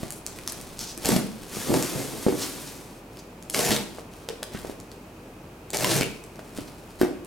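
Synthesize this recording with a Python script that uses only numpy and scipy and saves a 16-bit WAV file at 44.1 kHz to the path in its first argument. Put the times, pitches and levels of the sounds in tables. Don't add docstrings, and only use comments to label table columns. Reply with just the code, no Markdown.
import sys
import numpy as np
from scipy import signal
from scipy.fft import rfft, irfft, next_fast_len
from scipy.io import wavfile
from scipy.ndimage import map_coordinates

SR = 44100
rng = np.random.default_rng(int(sys.argv[2]) if len(sys.argv) > 2 else 0)


def int16_out(signal):
    q = np.round(np.clip(np.atleast_2d(signal).T, -1, 1) * 32767)
    wavfile.write(sys.argv[1], SR, q.astype(np.int16))


N = 320166
TIME = np.arange(N) / SR

# start_s, length_s, crackle_db, wall_db, cavity_db, stall_db, swell_db, drone_hz, first_hz, last_hz
RIP_STROKES = [(1.05, 0.110, -25.5, -26, -20, 1, 5.5, 199, 10000, 8500),
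               (3.54, 0.21, -24, -26, -25.5, 1.5, 4.5, 189, 6900, 3600),
               (5.734, 0.245, -24.5, -26, -26.5, 13.5, 6.5, 145, 4500, 4500)]
# start_s, peak_db, resonance_hz, spray_db
TAPE_SNAPS = [(0.1057, -14.5, 8600, -19), (0.123, -20.5, 9000, 2), (0.2651, -11, 7260, -19),
              (0.388, -26.5, 2340, 2), (0.4763, -9, 5100, -15), (0.496, -32, 6070, 3),
              (0.522, -17.5, 10000, -8), (0.613, -24, 6660, -14), (0.7917, -18, 6000, -3),
              (0.9768, -17.5, 8400, -20), (1.0568, -10.5, 5200, 4), (1.0888, -9.5, 8540, -12),
              (1.165, -13, 5800, -8), (1.741, -15, 3040, 4), (1.8254, -12.5, 6900, -10.5),
              (3.171, -33, 4800, -6), (3.4259, -26.5, 6650, -18), (3.499, -13.5, 7240, 0),
              (3.546, -9, 3080, 0), (3.7641, -9, 3540, 15), (4.137, -35, 3940, -7),
              (4.2888, -12, 3610, -24.5), (4.4302, -12.5, 3600, -13), (4.672, -28.5, 2500, -12),
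              (4.801, -30.5, 6000, -10), (4.9166, -26.5, 4500, -19), (5.704, -22, 6950, -9),
              (5.736, -26, 4000, 0), (5.771, -7.5, 6700, -16), (5.845, -7, 2500, 0), (6.01, -12, 3020, 1),
              (6.021, -21, 2640, -6), (6.032, -14.5, 2700, -1), (6.2395, -28.5, 7750, -13),
              (6.358, -32, 4900, -23), (6.393, -33.5, 1500, -10), (7.0144, -14.5, 1410, 12),
              (7.248, -28, 9370, -18)]
# start_s, length_s, level_db, resonance_hz
BLADE_SCRAPES = [(0.12, 0.071, -43.5, 8900), (0.487, 0.018, -34, 5840), (0.757, 0.2, -38.5, 5300),
                 (2.382, 0.083, -35.5, 4600), (2.664, 0.033, -41.5, 4640), (3.179, 0.03, -47.5, 5400),
                 (3.51, 0.031, -40, 7360), (3.698, 0.057, -28.5, 4050), (4.531, 0.051, -42, 1780),
                 (5.857, 0.092, -30, 4570), (6.675, 0.01, -47, 4240)]
# start_s, gain_db
BLADE_TWANGS = [(5.739, -37.5), (6.012, -40), (6.021, -30.5)]
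# start_s, level_db, pitch_hz, t60_s, relative_rattle_db
BOX_KNOCKS = [(0.032, -16.5, 175, 0.018, -19), (0.034, -28, 620, 0.016, -22),
              (0.977, -29.5, 357, 0.036, -7), (1.091, -10.5, 350, 0.019, -24),
              (1.117, -15.5, 220, 0.1, -22), (1.163, -11.5, 220, 0.049, -12),
              (1.570, -20.5, 190, 0.025, -25), (1.704, -9, 232, 0.018, -26), (1.741, -8, 470, 0.011, -15.5),
              (1.956, -26, 140.5, 0.36, -22), (2.2652, -4.5, 244, 0.022, -40),
              (2.269, -16.5, 477, 0.091, -19), (2.284, -11, 393, 0.057, -15),
              (2.325, -13.5, 304, 0.05, -21), (3.696, -22, 119, 0.1, -22), (3.717, -17.5, 330, 0.11, -19),
              (3.985, -22, 540, 0.0048, -21), (4.287, -25, 510, 0.026, -17), (4.301, -26, 450, 0.12, -7),
              (4.427, -27.5, 603, 0.023, -15), (4.548, -19, 200, 0.031, -10),
              (4.648, -18.5, 375, 0.006, -24), (4.697, -19.5, 292, 0.01, -17),
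              (5.845, -19.5, 1010, 0.058, -12), (6.011, -10.5, 270, 0.021, -22),
              (6.03, -21, 400, 0.047, -23), (6.392, -28.5, 634, 0.015, -9), (6.586, -20, 300, 0.041, -13),
              (7.0135, -7, 352.6, 0.084, -15.5), (7.032, -10, 285, 0.028, -16),
              (7.05, -22, 760, 0.023, -14)]
# time_s, level_db
FRICTION_LEVEL = [(1.47, -54), (1.55, -36.5), (1.734, -35), (1.738, -32), (2.156, -41.5), (2.3, -39.5),
                  (2.346, -41.5), (2.42, -33.5), (2.534, -41.5), (2.692, -44), (3.0, -59)]
# start_s, length_s, relative_db
EDGE_JUDDERS = [(1.695, 0.059, -20), (1.932, 0.1, -32), (2.137, 0.022, -33)]
# start_s, length_s, relative_db
HAND_RUBS = [(0.0, 0.068, -40.5), (0.285, 0.53, -45.5), (0.815, 0.23, -48), (1.031, 0.03, -31),
             (1.243, 0.32, -44.5), (3.13, 0.041, -52), (3.843, 0.15, -46), (4.12, 0.11, -50.5),
             (4.529, 0.18, -43.5), (6.567, 0.014, -40.5), (6.446, 0.64, -52.5), (7.008, 0.011, -36.5)]

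# pitch_hz, relative_db, t60_s
BOX_MODES = [(91.5, -21, .10), (137.2, -10, 0.21), (179, -41, 0.69), (212.7, -2, 0.089), (275.5, -1, 0.068),
             (331, 2.5, 0.068), (392, 5, 0.056), (459.4, 0, 0.13), (590, 7.5, 0.026), (717, 0, 0.016),
             (840, -12, 0.076), (1132, 1.5, 0.032), (1392, -6.5, 0.071), (1854, -4, 0.079),
             (2250, -43, .04)]
BLADE_MODES = [(2070, -18, 0.11), (2250, -1, 0.092), (2290, 5.5, 0.063), (2470, -1, 0.11), (2560, 1, 0.11),
               (2760, -9, 0.17), (2950, -4, 0.17), (3000, -13, 0.14)]
# frequency_hz, relative_db
TAPE_SPECTRUM = [(400, -27.5), (900, 10), (1500, 8.5), (2300, 5.5), (3100, 2), (4700, 2), (7000, 2),
                 (10000, 0.5), (13000, -2.5), (16000, -12)]
SNAP_SPECTRUM = [(300, 0.5), (1200, 10), (3000, 5), (5000, 7), (8500, 7.5), (12000, 6.5), (16000, -2)]
FRICTION_SPECTRUM = [(400, -19), (1000, -1.5), (1800, -1), (3000, -2.5), (5000, -1), (9000, -1.5),
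                     (13000, -5), (16000, -14)]
RUMBLE_SPECTRUM = [(40, -23), (80, -14.5), (130, 1), (190, -2.5), (280, 3), (450, -2), (700, -8),
                   (1200, -27.5), (2500, -74)]
SKIN_SPECTRUM = [(200, 15), (1200, 4), (2600, 1), (4500, 2.5), (6500, 0.5), (9500, 1), (13000, -5),
                 (16000, -7.5)]
AIR_SPECTRUM = [(18, -21), (31, -38), (48, -26), (70, -6), (130, -3.5), (175, -5.5), (230, -4.5), (335, -4),
                (520, -8.5), (1000, -15), (1900, -25), (2500, -22.5), (3400, -30), (16000, -37)]

# time_s, delay_s
ECHO_PATH = [(0.5, .0079), (3.5, .0084), (4.3, .00805), (4.5, .00805), (5.8, .0084)]
# frequency_hz, t60_s
ROOM_DECAY = [(100, 0.23), (300, 0.59), (1000, 0.37), (2500, 0.57), (6000, 0.43), (14000, 0.22)]
# frequency_hz, side_to_mid_db
TAIL_SPREAD = [(250, -13), (1000, -4), (12000, -1)]
AIR_SPREAD = [(60, -32), (180, -26), (550, -10.5), (1650, -2), (4970, -3.5), (15000, -5)]
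# frequency_hz, left_lead_rad
LEFT_LEAD = [(50, .7), (130, 1.0), (340, 1.0), (650, .7), (1500, .25), (8000, .18), (13000, .4)]
# frequency_hz, left_to_right_db
LEFT_BALANCE = [(60, -6), (110, -0.5), (200, -0.5), (380, -0.11), (700, 0.5), (1290, -0.5), (2380, 0.3),
                (4400, 0.82), (8120, 0.59), (15000, 3)]
# pitch_hz, rms_db
HUM_TONES = [(47.5, -56), (176, -60), (2519, -69.5), (3149, -80)]


def tape_rips(tape_mix_db=-3.5, wall_mix_db=-1.5, cavity_mix_db=-2.5):
    force = stick_slip(per_s=2200, spread_db=4, clump_db=2, clumps_per_s=260, hiss_db=-3.5)
    box = ring(BOX_MODES)
    drone, tape_drive, wall_drive, glide = 0, 0, 0, []
    for (start, length, crackle_db, wall_db, cavity_db,
         stall_db, swell_db, drone_hz, first_hz, last_hz) in RIP_STROKES:
        progress = (TIME - start) / length
        stall = np.exp(-((progress - 0.17) / 0.082) ** 2)
        pull = gesture(start, length, attack_s=0.0041, t60_s=0.25) * from_db(-stall_db * stall)
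        tape_drive += from_db(tape_mix_db + crackle_db) * pull
        wall_drive += from_db(wall_mix_db + wall_db) * pull
        still_shut = np.clip(1 - progress, 0, 1)
        cavity_drive = from_db(cavity_mix_db + cavity_db - swell_db * still_shut ** 2) * pull
        drone += through(force * cavity_drive, unit_energy(band(box, drone_hz, octaves=0.81)))
        glide += [(start, first_hz), (start + length, last_hz)]
    rasp = strip_rasp(force, strip_hz=at_times(glide))
    crackle = through(rasp * tape_drive, colour(TAPE_SPECTRUM))
    walls = through(force * wall_drive, unit_energy(band(box, hz=710, octaves=2)))
    return crackle + walls + drone


def stick_slip(per_s, spread_db, clump_db, clumps_per_s, hiss_db):
    sizes = from_db(spread_db * np.minimum(rng.exponential(1, N), 4)) * rng.choice([-1, 1], N)
    releases = sizes * (rng.random(N) < per_s / SR)
    force = releases / releases.std() + from_db(hiss_db) * rng.standard_normal(N)
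    force *= from_db(clump_db * drift(clumps_per_s))
    return force / force.std()


def strip_rasp(force, strip_hz, resonance_db=1.5, width_octaves=0.9, flutter_db=1.5, flutter_per_s=45):
    size = next_fast_len(N)
    spectrum, hz = rfft(force, size), np.fft.rfftfreq(size, 1 / SR)
    centres_hz = np.geomspace(800, 15000, 16)
    out = np.zeros(N)
    for centre_hz, share in zip(centres_hz, np.eye(len(centres_hz))):
        part = irfft(spectrum * at_hz(np.c_[centres_hz, share], hz), size)[:N]
        nearness = np.exp(-(np.log2(centre_hz / strip_hz) / width_octaves) ** 2)
        out += part * from_db(resonance_db * nearness + flutter_db * drift(flutter_per_s))
    return out


def tape_snaps(resonance_db=10, spray_t60_s=0.009, size=1500):
    out, tick = np.zeros(N), colour(SNAP_SPECTRUM)
    for start, peak_db, hz, spray_db in TAPE_SNAPS:
        cracks = from_db(spray_db - 60 * TIME[:size] / spray_t60_s) * rng.standard_normal(size)
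        cracks[0] = 1
        cracks += from_db(resonance_db) * band(cracks, hz, octaves=0.99, order=1)
        snap = signal.fftconvolve(cracks, tick)[:size]
        add(out, start, from_db(peak_db) * snap / np.abs(snap).max())
    return out


def blade_scrapes():
    out = np.zeros(N)
    force = stick_slip(per_s=3000, spread_db=0, clump_db=5, clumps_per_s=120, hiss_db=6)
    for start, length, level_db, hz in BLADE_SCRAPES:
        first, size = round(start * SR), round(length * SR)
        scrape = band(force[first:first + size], hz, octaves=0.69, order=1)
        swell = np.sin(np.linspace(0, np.pi, size))
        add(out, start, from_db(level_db) * swell * scrape / scrape.std())
    return out


def blade_twangs():
    out = np.zeros(N)
    for start, gain_db in BLADE_TWANGS:
        add(out, start, from_db(gain_db) * ring(BLADE_MODES))
    return out


def box_knocks(body_db=-7.5, rattle_t60_s=0.11, size=12000):
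    thuds, rattle = np.zeros((2, N))
    box, t = ring(BOX_MODES), TIME[:size]
    for start, level_db, hz, t60_s, rattle_db in BOX_KNOCKS:
        panel = np.sin(2 * np.pi * hz * t) * from_db(-60 * t / t60_s)
        panel = high_pass(panel, hz / 4)
        body = band(box, hz, octaves=2.33)
        add(thuds, start, from_db(level_db) * (panel + from_db(body_db) * body / np.abs(body).max()))
        rattle_decay = from_db(level_db + rattle_db - 60 * t / rattle_t60_s)
        add(rattle, start, rattle_decay * rng.standard_normal(size))
    return thuds + band(rattle, hz=1760, octaves=1.07, order=1)


def box_friction(rumble_db=-3.5):
    force = stick_slip(per_s=5000, spread_db=3, clump_db=1, clumps_per_s=110, hiss_db=-2)
    friction = level_curve(FRICTION_LEVEL)
    judder = sum(from_db(db) * gesture(start, length, attack_s=0.032, t60_s=0.3)
                 for start, length, db in EDGE_JUDDERS)
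    hiss = through(force * friction, colour(FRICTION_SPECTRUM))
    rumble = through(force * np.hypot(friction, judder), colour(RUMBLE_SPECTRUM))
    return hiss + from_db(rumble_db) * rumble


def brushing(mix_db=-3, rustle_db=-41, db_per_snap_db=0.56):
    force = stick_slip(per_s=700, spread_db=4, clump_db=0.6, clumps_per_s=70, hiss_db=-4.5)
    hand = sum(from_db(db) * gesture(start, length, attack_s=0.021, t60_s=0.21)
               for start, length, db in HAND_RUBS)
    rustle = sum(from_db(rustle_db + db_per_snap_db * db) * gesture(start, 0, attack_s=0.017, t60_s=0.73)
                 for start, db, _, _ in TAPE_SNAPS)
    return from_db(mix_db) * through(force * np.hypot(hand, rustle), colour(SKIN_SPECTRUM))


def room(x, echo_db=-8.5, moves_per_s=12):
    treble = high_pass(x, 1200)
    echo = from_db(echo_db) * map_coordinates(treble, [(TIME - at_times(ECHO_PATH)) * SR], order=3)
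    position = 2 * drift(moves_per_s)
    return x + echo + reverberation(x * np.cos(position)) + reverberation(x * np.sin(position))


def reverberation(x, bass_db=-4, treble_db=-9, build_s=0.0059, size=32000):
    t, edges_hz = TIME[:size], np.geomspace(90, 18000, 11)
    response = np.zeros((2, size))
    for low, high, wet_db in zip(edges_hz, edges_hz[1:], np.linspace(bass_db, treble_db, 10)):
        hz = np.sqrt(low * high)
        mid, side = band(rng.standard_normal((2, size)), hz, np.log2(high / low))
        decay = unit_energy(from_db(-60 * t / at_hz(ROOM_DECAY, hz)) * (1 - np.exp(-t / build_s)))
        width = from_db(at_hz(TAIL_SPREAD, hz))
        response += from_db(wet_db) * decay * (mid + width * side * [[1], [-1]])
    return np.array([through(x, channel) for channel in response])


def near_field(x):
    size = next_fast_len(N + 4096)
    hz, half = np.fft.rfftfreq(size, 1 / SR), np.array([[.5], [-.5]])
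    response = np.exp(1j * half * at_hz(LEFT_LEAD, hz)) * from_db(half * at_hz(LEFT_BALANCE, hz))
    return irfft(rfft(x, size) * response, size)[:, :N]


def background(air_db=-45):
    mid, side = (through(white, colour(AIR_SPECTRUM)) for white in rng.standard_normal((2, N)))
    width = from_db(at_hz(AIR_SPREAD, np.fft.rfftfreq(N, 1 / SR)))
    side = irfft(rfft(side) * width, N)
    hum = sum(from_db(db) * np.sqrt(2) * np.sin(2 * np.pi * hz * TIME + 3 * drift(per_s=7.2))
              for hz, db in HUM_TONES)
    return from_db(air_db) * (mid + side * [[1], [-1]]) + hum


def ring(modes, size=12000):
    hz, level_db, t60_s = np.transpose(modes)[:, :, None]
    t = TIME[:size]
    return np.sum(from_db(level_db - 60 * t / t60_s) * np.cos(2 * np.pi * hz * t), axis=0)


def gesture(start, length, attack_s, t60_s):
    attack = np.clip(1 + (TIME - start) / attack_s, 0, 1)
    return attack * from_db(-60 * np.clip((TIME - start - length) / t60_s, 0, 2))


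def level_curve(points, fade_s=0.0045):
    outside_s = np.abs(TIME - np.clip(TIME, points[0][0], points[-1][0]))
    return from_db(at_times(points)) * np.exp(-np.minimum(outside_s / fade_s, 20))


def drift(per_s):
    return np.interp(TIME * per_s, np.arange(4000), rng.standard_normal(4000))


def colour(points, size=4096):
    magnitude = from_db(at_hz(points, np.fft.rfftfreq(size, 1 / SR)))
    cepstrum = irfft(np.log(magnitude))
    cepstrum[1:size // 2] *= 2
    cepstrum[size // 2 + 1:] = 0
    return unit_energy(irfft(np.exp(rfft(cepstrum))))


def band(x, hz, octaves, order=2):
    edges_hz = np.clip(hz * 2 ** (np.array([-.5, .5]) * octaves), [15, 30], [17000, 20000])
    return signal.sosfilt(signal.butter(order, edges_hz, "band", fs=SR, output="sos"), x)


def high_pass(x, hz):
    return signal.sosfilt(signal.butter(1, hz, "high", fs=SR, output="sos"), x)


def through(x, response):
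    return signal.oaconvolve(x, response)[:N]


def unit_energy(x):
    return x / np.sqrt(np.sum(x ** 2, axis=-1, keepdims=True) + 1e-20)


def at_hz(points, hz):
    known_hz, values = np.transpose(points)
    return np.interp(np.log(np.maximum(hz, 1)), np.log(known_hz), values)


def at_times(points):
    return np.interp(TIME, *np.transpose(points))


def from_db(db):
    return 10 ** (np.asarray(db) / 20)


def add(track, start_s, sound):
    first = round(start_s * SR)
    track[first:first + len(sound)] += sound[:N - first]


def scene():
    opening = tape_rips() + blade_scrapes() + tape_snaps() + blade_twangs()
    handling = box_friction() + brushing() + box_knocks()
    return near_field(room(opening + handling)) + background()


def record(dry):
    return signal.sosfilt(signal.ellip(10, .1, 80, 16000, fs=SR, output="sos"), dry)


dry = scene()
out = record(dry)
int16_out(out)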